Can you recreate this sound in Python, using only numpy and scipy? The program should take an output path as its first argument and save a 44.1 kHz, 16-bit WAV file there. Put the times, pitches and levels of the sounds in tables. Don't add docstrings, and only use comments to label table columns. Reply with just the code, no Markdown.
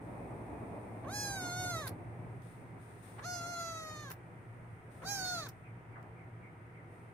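import sys
import numpy as np
from scipy import signal
from scipy.fft import rfft, irfft, next_fast_len
from scipy.io import wavfile
from scipy.ndimage import uniform_filter1d

SR = 44100
rng = np.random.default_rng(int(sys.argv[2]) if len(sys.argv) > 2 else 0)


def wav_record(signal):
    frames = np.transpose(np.atleast_2d(signal))
    bounded = np.clip(frames, -1, 1)
    quanta = np.round(bounded * 32767).astype(np.int16)
    wavfile.write(sys.argv[1], SR, quanta)


N = 314442
TIME = np.arange(N) / SR
EDGE_HZ = 15600


def gain_of(db):
    return 10 ** (np.asarray(db) / 20)


def evened(x):
    return x / np.sqrt(np.mean(x ** 2) + 1e-20)


def read(points, hz):
    f, value = np.transpose(points)
    return np.interp(np.log(hz + 1), np.log(f + 1), value)


def add(mix, s, sound):
    part = mix[:, max(round(s * SR), 0):][:, :sound.shape[1]]
    part += sound[:, :part.shape[1]]


def wander(size, rate_hz):
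    hz = np.fft.rfftfreq(size, 1 / SR)
    spectrum = rfft(rng.standard_normal(size)) * (hz > 0) / (1 + (hz / rate_hz) ** 2)
    return evened(irfft(spectrum, size))


def bump(hz, centre_hz, half_width_hz):
    return 1 / (1 + ((hz - centre_hz) / half_width_hz) ** 2)


def shelf(hz, corner_hz, order=8):
    return 1 / (1 + (corner_hz / hz) ** order)


# (frequency [Hz], correlation [-1 to 1])
LIKENESS = [(60, 1), (130, 0.92), (290, 0.83), (640, 0.62), (1410, -0.25), (3100, 0.21), (6820, -0.069),
            (15000, -0.072)]


def noise(size, shape):
    padded = next_fast_len(size)
    hz = np.fft.rfftfreq(padded, 1 / SR)
    a, b = rfft(rng.standard_normal((2, padded)))
    same = np.clip(read(LIKENESS, hz), -1, 1)
    pair = np.array([a, same * a + np.sqrt(1 - same ** 2) * b])
    return evened(irfft(pair * shape(hz), padded)[:, :size])


# (time [s], bass level [dB], body level [dB])
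RUMBLE = [(0, -53.5, -52.5), (.7, -54.5, -50), (1.25, -51, -52.5), (1.65, -47.5, -51.5), (2.4, -49, -58),
          (2.43, -54, -65), (2.65, -51.5, -60), (3.05, -56.5, -61.5), (3.6, -57, -59), (4.0, -54, -61.5),
          (4.4, -54.5, -63.5), (7.13, -56, -64)]
# (start [s], length [s], bass lift [dB], body lift [dB])
SURGES = [(3.166, 0.3, 5, 0.5), (4.986, 0.52, 3, 5)]


def rumble_levels():
    s, bass, body = np.transpose(RUMBLE)
    bass, body = np.interp(TIME, s, bass), np.interp(TIME, s, body)
    for start, length_s, bass_db, body_db in SURGES:
        surge = uniform_filter1d(1. * (TIME > start) * (TIME < start + length_s), size=4000)
        bass, body = bass + bass_db * surge, body + body_db * surge
    return bass, body


# (frequency [Hz], relative level [dB])
BASS_COLOUR = [(20, -38), (45, -39), (62, -14.5), (85, -5.5), (108, 9), (124, 1), (141, -2.5), (170, 3),
               (230, -25.5), (400, -14.5), (700, -71)]
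BODY_COLOUR = [(20, -44), (35, -26), (55, -3.5), (120, -4), (220, -3), (280, -1.5), (390, -4), (520, -7.5),
               (700, -5.5), (1000, -11), (1470, -25), (2500, -25), (3400, -76)]


def rumble(bass, body, bass_db=0., body_db=4.5):
    body_flutter_db = 1.25 * wander(next_fast_len(N), 7.8)[:N]
    low = noise(N, lambda hz: gain_of(read(BASS_COLOUR, hz))) * gain_of(bass_db + bass)
    high = noise(N, lambda hz: gain_of(read(BODY_COLOUR, hz)))
    return low + high * gain_of(body_db + body + body_flutter_db)


# (frequency [Hz], level [dB])
DRONE = [(58.5, -76), (117.5, -56.5), (350, -71)]


def drone(bass, waver=0.01297):
    speed = 1 + waver * wander(next_fast_len(N), 2.84)[:N]
    throb_db = 2.0 * wander(next_fast_len(N), 2.2)[:N] + 1.14 * (bass - bass.mean())
    out = np.zeros(N)
    for hz, db in DRONE:
        out += np.sqrt(2) * gain_of(db + throb_db) * np.sin(2 * np.pi * np.cumsum(hz * speed) / SR)
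    return out


# (frequency [Hz], relative level [dB])
AIR_COLOUR = [(290, -4), (500, 1), (594, -26), (769, 2), (851, -14.5), (927, 0.5), (1070, -9), (1240, -1.5),
              (1670, -5.5), (2070, -4.5), (3960, -33.5), (7560, -37), (8720, -49), (10700, -52),
              (15500, -35)]


def room_air(level_db=-60):
    return gain_of(level_db) * noise(N, lambda hz: gain_of(read(AIR_COLOUR, hz)))


# (time [s], level [dB], rise time [s], time from start to fade [s])
HISS = [(0, -73.5, 0.018, 1), (1.1, -78.5, .2, 1.3), (2.415, -69.5, 0.019, 0.1),
        (2.766, -70.5, 0.053, 0.27), (3.02, -65, 0.015, 0.092), (3.5, -82, .2, 1.5),
        (4.894, -70.5, 0.029, 0.44), (6.855, -77.5, 0.078, 0.14)]
HISS_FLOOR_DB, HISS_FADE_DB_PER_S = -82.5, 49


def hiss_level():
    power = gain_of(HISS_FLOOR_DB) ** 2
    for s, db, rise_s, length_s in HISS:
        age = TIME - s
        fading_db = db - HISS_FADE_DB_PER_S * np.maximum(age - length_s, 0)
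        power = power + (np.clip(age / rise_s, 0, 1) * gain_of(fading_db)) ** 2
    return np.sqrt(power)


# (frequency [Hz], relative level [dB])
HISS_COLOUR = [(1760, 2), (3000, -7.5), (3390, -0.5), (4500, -7), (6390, -7), (7590, -5), (8580, 7.5),
               (9800, 3.5), (11300, -9), (13200, -13), (14900, -5), (15500, -6)]
# (frequency [Hz], left minus right [dB])
HISS_BALANCE = [(6000, 5), (8500, 19.5), (10000, 15), (13500, 3)]


def hiss(gain_db=2.5):
    def shape(hz):
        return gain_of(read(HISS_COLOUR, hz) - np.outer([0, 1], read(HISS_BALANCE, hz)))
    return noise(N, shape) * gain_of(gain_db) * hiss_level()


def background():
    bass, body = rumble_levels()
    return rumble(bass, body) + drone(bass) + room_air() + hiss()


# (time [s], half length [s], mouth resonance lift [Hz], treble lift [dB], edge lift [dB],
# fundamental loss [dB])
GAPES = [(1.2, 0.099, 495, 5.5, 0, 1.5), (1.615, 0.049, 4, 0.5, 0.5, -2.5),
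         (3.346, 0.074, 560, 4.5, 1, -0.5), (3.681, 0.075, 97, 3.5, -3, 0),
         (5.14, 0.065, 1400, 0.5, 1.5, 1)]
ATTACK_S, RELEASE_S, RELEASE_DB = 0.062, 0.03, 7
SHUT_DB, SEALED_DB, SAG_DB_PER_OCTAVE = 19, 6, 13
MOUTH_HZ, MOUTH_SHUT_HZ, MOUTH_SAG_HZ_PER_OCTAVE = 4336, 800, 930
WEAK_BELOW_HZ = 636
HUM_DB = 2
PUSH_LEAD_S, PUSH_S, PUSH_EDGE_SHARE = 0.08, 0.092, 0.22


def cry(t, pitch, level_db, attack_db, open_s, hold_s, push_db, fade_db_per_s, fundamental_db, weak_db,
        bright_db, edge_db, dull_db_per_s, notch_db, notch_octaves):
    age = t - t[0]
    effort = level_db - attack_db * np.maximum(1 - age / ATTACK_S, 0)
    effort = effort - fade_db_per_s * np.maximum(age - hold_s, 0)
    effort = effort - RELEASE_DB * np.maximum(1 - (t[-1] - t) / RELEASE_S, 0)
    push = push_db * np.exp(-((age - hold_s + PUSH_LEAD_S) / PUSH_S) ** 2)

    shut = np.cos(np.pi / 2 * np.minimum(age / open_s, 1)) ** 2
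    gape_hz, gape_bright, gape_edge, gape_thin = sum(
        np.outer(lifts, np.exp(-((t - s) / half_s) ** 2)) for s, half_s, *lifts in GAPES)
    sag = np.log2(pitch.max() / pitch)

    weak = weak_db * (1 - shelf(pitch, WEAK_BELOW_HZ, order=24)) * (1 - shut)
    fundamental = fundamental_db - weak + HUM_DB * shut - gape_thin
    bright = bright_db - SHUT_DB * shut - SEALED_DB * shut ** 4 + gape_bright - SAG_DB_PER_OCTAVE * sag
    mouth = MOUTH_HZ - MOUTH_SHUT_HZ * shut + gape_hz - MOUTH_SAG_HZ_PER_OCTAVE * sag
    edge = edge_db - dull_db_per_s * age + PUSH_EDGE_SHARE * push + gape_edge
    notch = notch_db * np.exp(-(sag / notch_octaves) ** 2)
    return effort + push, fundamental, bright, edge, mouth, shut, notch


NOTCH_HZ, NOTCH_HALF_WIDTH_HZ = 3300, 330


def voice_notch(hz, depth_db):
    return depth_db * bump(hz, NOTCH_HZ, NOTCH_HALF_WIDTH_HZ)


# (centre [Hz], half width [Hz])
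RINGS = [(1400, 160), (6500, 590), (10500, 840)]
# (centre [Hz], half width [Hz], lift [dB])
NOSE = [(1090, 150, 7), (1670, 530, -13)]


def harmonics(phase, pitch, state, throat, balance, lead, flutter_db, mouth_db, mouth_width_hz, drift_rad):
    effort, fundamental, bright, edge, mouth, shut, notch = state
    size = len(pitch)
    sides, voice = np.array([[.5], [-.5]]), np.zeros((2, size))
    for k in range(1, int(EDGE_HZ / pitch.min())):
        hz = k * pitch
        flutter, sway = shelf(hz, 2000) * np.array([wander(size, 28), wander(size, 14)])
        db = effort + read(throat, hz) + fundamental * (k == 1)
        db = db + bright * shelf(hz, 2600) + edge * shelf(hz, 8000)
        db = db + mouth_db * bump(hz, mouth, mouth_width_hz) + flutter_db * flutter
        db = db + voice_notch(hz, notch)
        db = db + shut * sum(lift_db * bump(hz, centre, width) for centre, width, lift_db in NOSE)
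        resonances = [*RINGS, (mouth, mouth_width_hz)]
        lag = sum(2 * np.arctan((hz - centre) / width) for centre, width in resonances)
        apart = read(lead, hz) + drift_rad * sway
        gain = np.sqrt(2) * (hz < EDGE_HZ) * gain_of(db + sides * read(balance, hz))
        voice += gain * np.cos(k * phase - lag + sides * apart)
    return voice


AIR_EDGE_DB = 5.5
THROAT_AIR_HZ, THROAT_AIR_HALF_WIDTH_HZ = 1720, 600


def breath(phase, slack, state, throat, balance, air_db, throat_air_db, mouth_air_db):
    effort, _, bright, _, mouth, _, notch = state
    size, sides = len(phase), np.array([[.5], [-.5]])

    def air_shape(hz):
        db = .5 * read(throat, hz) + voice_notch(hz, notch.mean()) + sides * read(balance, hz)
        return gain_of(db) * shelf(hz + 1, 3900) * gain_of(AIR_EDGE_DB * shelf(hz + 1, 7500))

    def rush_shape(hz):
        return bump(hz, THROAT_AIR_HZ, THROAT_AIR_HALF_WIDTH_HZ) * (1 - shelf(hz + 1, 2640, order=16))

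    air = noise(size, air_shape) * gain_of(air_db + effort + .5 * bright + 7 * slack)
    rush = noise(size, rush_shape) * gain_of(throat_air_db + effort + 5 * slack)
    carrier = np.cos(2 * np.pi * np.cumsum(mouth + 700) / SR)
    hoarse = noise(size, lambda hz: 1 - shelf(hz + 1, 1100, order=4)) * carrier
    hoarse = hoarse * gain_of(mouth_air_db + effort + bright + 4 * slack)
    return (air + rush + hoarse) * (1 + np.cos(phase))


SPLIT_HZ = 655


def meow(contour, row, throat, balance, lead, air_db, throat_air_db, mouth_air_db, rough, split_rad,
         flutter_db=1.5, mouth_db=10, mouth_width_hz=600, drift_rad=0.66):
    s, contour_hz = np.transpose(contour)
    t = np.arange(s[0], s[-1], 1 / SR)
    size = len(t)
    pitch = uniform_filter1d(np.interp(t, s, contour_hz), size=700)
    effort, *colour = cry(t, pitch, *row)
    slack = 1 - shelf(pitch, 570, order=24)
    jitter = rough * wander(size, 220) + .003 * wander(size, 12) + .014 * slack * wander(size, 250)
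    shimmer_db = (.5 + 1.7 * slack) * wander(size, 60)
    pitch = pitch * (1 + jitter)
    phase = 2 * np.pi * np.cumsum(pitch) / SR
    phase = phase + split_rad * (1 - shelf(pitch, SPLIT_HZ, order=40)) * np.sin(phase / 2)
    state = (effort + shimmer_db, *colour)
    voice = harmonics(phase, pitch, state, throat, balance, lead,
                      flutter_db, mouth_db, mouth_width_hz, drift_rad)
    voice += breath(phase, slack, state, throat, balance, air_db, throat_air_db, mouth_air_db)
    return s[0], voice * signal.windows.tukey(size, .03)


# (time [s], pitch [Hz])
PITCH_1 = [(1.034, 625), (1.046, 565), (1.057, 490), (1.08, 586), (1.102, 742), (1.142, 832.6),
           (1.21, 837.3), (1.384, 764.4), (1.4, 738), (1.5, 705), (1.604, 734.7), (1.704, 707.4),
           (1.74, 680), (1.776, 638), (1.802, 633), (1.86, 532), (1.885, 482)]
PITCH_2 = [(3.195, 394), (3.207, 418), (3.225, 540), (3.24, 600), (3.254, 701), (3.29, 723), (3.418, 684.2),
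           (3.508, 700.3), (3.778, 644.3), (3.954, 611), (4.038, 595.4), (4.092, 519), (4.12, 552)]
PITCH_3 = [(5.012, 409), (5.028, 440), (5.043, 575), (5.056, 763), (5.075, 780), (5.104, 822), (5.166, 787),
           (5.2, 750.6), (5.334, 719), (5.392, 657.5), (5.426, 600), (5.46, 555), (5.476, 451),
           (5.49, 375.5)]
# (frequency [Hz], relative level [dB])
THROAT_1 = [(600.0, -2.5), (1000.0, -2.5), (1450.0, 0), (1680, -3), (2100.0, -11), (2900.0, -14.5),
            (3600.0, -9), (4400.0, -11.5), (5000, -11), (5500.0, -10.5), (6500.0, -0.5), (7600.0, -12.5),
            (9000.0, -4.5), (11000.0, 2.5), (13500.0, -13), (15500.0, -15)]
THROAT_2 = [(600.0, -7.5), (1000.0, -6), (1450.0, 0), (1650, -2), (2100.0, -17), (2900.0, -20.5),
            (3600.0, -17.5), (4400.0, -22), (5300.0, -23), (6500.0, -12), (7600.0, -18), (9000.0, -21),
            (11000.0, -15.5), (13500.0, -20), (15500.0, -35)]
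THROAT_3 = [(600, -12), (1000, -6.5), (1450, -1), (1750, -8.5), (2200, -22), (2450, -10.5), (2900, -24),
            (3500, -11), (4400, -5.5), (5300, -12), (6500, -7.5), (7600, -12), (9000, -12), (11000, -16.5),
            (15500, -21)]
# (frequency [Hz], left minus right [dB])
BALANCE_1 = [(700.0, 0.5), (1400.0, -5.5), (2200.0, -8.5), (3250, 2.5), (3600.0, 7), (5000.0, -4.5),
             (6500.0, -8), (8200.0, 15), (10000.0, 5), (12000.0, -3), (15000.0, 6)]
BALANCE_2 = [(700.0, 4.5), (1400.0, 0), (2000.0, -8.5), (3600.0, 5.5), (4300, -5), (5000.0, -11),
             (6500.0, -14.5), (8000.0, 9), (10000.0, 0), (12000.0, -5), (13000, 3), (15000.0, -1)]
BALANCE_3 = [(700.0, 3.5), (1400.0, -2), (2200.0, -2), (3600.0, 4), (4500, -7), (5100.0, -10.5),
             (5800, -14.5), (6500.0, -18), (8200.0, 6), (10000.0, 0), (12000.0, 2), (15000.0, -3)]
# (frequency [Hz], left lead [rad])
LEAD_1 = [(700, -0.5), (1460, 0.36), (2100, 1.5), (2840, 3), (3620, 2), (4390, 1), (5000, 1.65), (5400, 3),
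          (6290, 1.5), (6720, 5.5), (7920, 8), (9130, 16), (10200, 9), (13300, 13.5), (14300, 15),
          (15300, 10)]
LEAD_2 = [(700, -1.2), (1400, 1), (2150, 2), (3620, 2), (3960, 2.9), (4480, -2.5), (6200, 1), (6630, 0),
          (7240, 3.5), (8500, 1.5), (10500, 0.9), (11500, 2), (13000, 1.4), (14500, 3), (15300, 0)]
LEAD_3 = [(750, -1), (1350, 0.9), (1500, -0.4), (1650, 2), (2000, -2), (2410, -2.5), (3700, -2),
          (5860, -4.5), (6290, 1), (7750, 2.5), (8870, 5), (11200, 1), (12800, 10), (13200, 0), (15300, 7)]
# (level [dB], attack swell [dB], jaw opening time [s], time at full effort [s],
# last push [dB], fade after that [dB/s], extra on the fundamental [dB], its loss at low pitch [dB],
# brightness above 2.6 kHz [dB], edge above 8 kHz [dB], dulling of that edge [dB/s],
# notch near 3.3 kHz at top pitch [dB], sag of pitch that fills it [octaves])
MEOWS = [(-46, 9.5, 0.15, 0.74, 3, 30, 0.5, 6, -3.5, -11.5, 1.5, -6.5, 0.4),
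         (-45.5, 15, 0.052, 0.45, 1.4, 12.5, 5, 10, 0.8, -10.5, -2, -11, 0.12),
         (-43.5, 10, 0.075, 0.37, 1, 78, 7, 6.5, -3.5, 4, 19, -1, 0.27)]
AIR_DB = (-26, -27.5, -14.5)
THROAT_AIR_DB = (-25, -25, -19)
MOUTH_AIR_DB = (-27, -29, -13)
ROUGHNESS = (.0015, .0013, .0033)
SPLIT_RAD = (.035, .015, .075)


def meows(mix):
    contours = [PITCH_1, PITCH_2, PITCH_3]
    throats = [THROAT_1, THROAT_2, THROAT_3]
    balances = [BALANCE_1, BALANCE_2, BALANCE_3]
    leads = [LEAD_1, LEAD_2, LEAD_3]
    for settings in zip(contours, MEOWS, throats, balances, leads,
                        AIR_DB, THROAT_AIR_DB, MOUTH_AIR_DB, ROUGHNESS, SPLIT_RAD):
        add(mix, *meow(*settings))


# (frequency [Hz], relative level [dB])
SKIRT_COLOUR = [(500, -32), (1500, 1), (2900, -3), (4200, -2.5), (6500, -2), (7700, -4), (10500, 2),
                (13500, 2), (15500, 8)]


def burst(s, db, half_s, centre_hz, half_width_hz, skirt_db):
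    t = np.arange(-SR // 15, SR // 15) / SR

    def shape(hz):
        return bump(hz, centre_hz, half_width_hz) + gain_of(skirt_db + read(SKIRT_COLOUR, hz))

    uneven_db = 5.7 * wander(len(t), 160)
    return s + t[0], gain_of(db + uneven_db) * noise(len(t), shape) * np.exp(-.5 * (t / half_s) ** 2)


# (time [s], level [dB], half length [s])
ONSET_NOISE = [(1.05, -58.5, 0.009), (3.193, -55, 0.019), (5.028, -55, 0.012)]


def onset_noise(mix):
    for s, db, half_s in ONSET_NOISE:
        add(mix, *burst(s, db, half_s, centre_hz=1210, half_width_hz=670, skirt_db=-54))


CLICK_SKIRT_DB = -9
# (time [s], level [dB], centre [Hz], half width [Hz])
CLICKS = [(1.085, -54, 6500, 3000), (1.871, -55, 4460, 3000), (4.1192, -44, 15300, 894)]


def mouth_clicks(mix):
    for s, db, centre_hz, half_width_hz in CLICKS:
        add(mix, *burst(s, db, 0.00083, centre_hz, half_width_hz, CLICK_SKIRT_DB))


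# (time [s], level [dB], centre [Hz])
SQUEAKS = [(1.319, -56, 8840), (1.386, -69, 9500), (1.706, -68, 9640), (3.435, -77, 8500),
           (3.555, -78, 9200)]


def squeaks(mix):
    for s, db, centre_hz in SQUEAKS:
        add(mix, *burst(s, db, 0.017, centre_hz, half_width_hz=420, skirt_db=-31))


# (time [s], level [dB], half length [s], centre [Hz], broad skirt [dB], throat level [dB],
# closing-mouth resonance [Hz], its level [dB])
PUFFS = [(1.88, -46.5, 0.011, 10850, -12, -51.5, 4480, -57.5),
         (4.119, -48.5, 0.012, 15300, -7, -55, 5260, -65),
         (5.493, -49.5, 0.0065, 14430, 15, -64, 5590, -59)]
PUFF_HALF_WIDTH_HZ, THROAT_SKIRT_DB = 910, -35


def puffs(mix):
    for s, db, half_s, centre_hz, skirt_db, throat_db, lips_hz, lips_db in PUFFS:
        add(mix, *burst(s, lips_db, half_s, lips_hz, PUFF_HALF_WIDTH_HZ, THROAT_SKIRT_DB))
        add(mix, *burst(s, db, half_s, centre_hz, PUFF_HALF_WIDTH_HZ, skirt_db))
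        add(mix, *burst(s, throat_db, half_s, 1430, 700, THROAT_SKIRT_DB))


def kitten():
    out = np.zeros((2, N))
    meows(out)
    onset_noise(out)
    mouth_clicks(out)
    squeaks(out)
    puffs(out)
    return out


def room(x, t60=.25, treble_t60=.125, wet_db=-13):
    t = np.arange(SR // 3) / SR
    sparse = rng.random((2, len(t))) < 2500 / SR
    taps = rng.standard_normal((2, len(t))) * sparse * (t > .002)
    low = signal.sosfiltfilt(signal.butter(2, 2500, fs=SR, output="sos"), taps)
    tail = low * gain_of(-60 * t / t60) + (taps - low) * gain_of(-60 * t / treble_t60)
    tail /= np.linalg.norm(tail, axis=1, keepdims=True)
    return x + gain_of(wet_db) * signal.fftconvolve(x, tail, axes=1)[:, :N]


# (time [s], level [dB])
TICKS = [(2.421, -63), (4.92, -73), (6.03, -70)]


def faint_ticks(mix):
    for s, db in TICKS:
        add(mix, *burst(s, db, 0.0016, 5000, 5000, CLICK_SKIRT_DB))


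# (time [s], level before decay [dB], centre [Hz], half width [Hz], decay time [s])
BUMPS = [(2.454, -48, 450, 220, 0.01), (5.957, -52.5, 1310, 420, 0.056), (5.968, -55.5, 800, 200, 0.08),
         (6.035, -59, 820, 260, 0.054)]


def soft_bumps(mix):
    t = np.arange(SR // 4) / SR
    for s, db, centre_hz, half_width_hz, decay_s in BUMPS:
        def shape(hz):
            return bump(hz, centre_hz, half_width_hz) * (1 - shelf(hz + 1, 2800))
        scrape_db = 2.0 * wander(len(t), 80)
        envelope = np.exp(-t / decay_s) * np.tanh(t / 0.0015) ** 2
        add(mix, s, gain_of(db + scrape_db) * noise(len(t), shape) * envelope)


# (time [s], level of half the peak amplitude [dB], starting pitch before blur [Hz])
CHIRPS = [(5.63, -66.5, 2550), (5.91, -65, 2265), (6.15, -66.5, 2400), (6.41, -63, 2355), (6.73, -65, 2285)]


def chirps(mix, chirp_s=0.1, fall=0.15, blur=0.047):
    t = np.arange(SR // 4) / SR
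    for s, db, hz in CHIRPS:
        u = np.minimum(t / chirp_s, 1)
        blurring = np.array([wander(len(t), 240) for side in range(2)])
        pitch = hz * (1 - fall * u + blur * blurring)
        tone = np.sin(2 * np.pi * np.cumsum(pitch, axis=1) / SR)
        add(mix, s, 2 * gain_of(db) * np.sin(np.pi * u) * tone)


def small_sounds():
    out = np.zeros((2, N))
    faint_ticks(out)
    soft_bumps(out)
    chirps(out)
    return out


def scene():
    return background() + room(kitten()) + small_sounds()


def record(dry):
    lowpass = signal.firwin(801, EDGE_HZ, window=("kaiser", 9), fs=SR)
    return signal.oaconvolve(dry, lowpass[None], "same")


dry = scene()
out = record(dry)
wav_record(out)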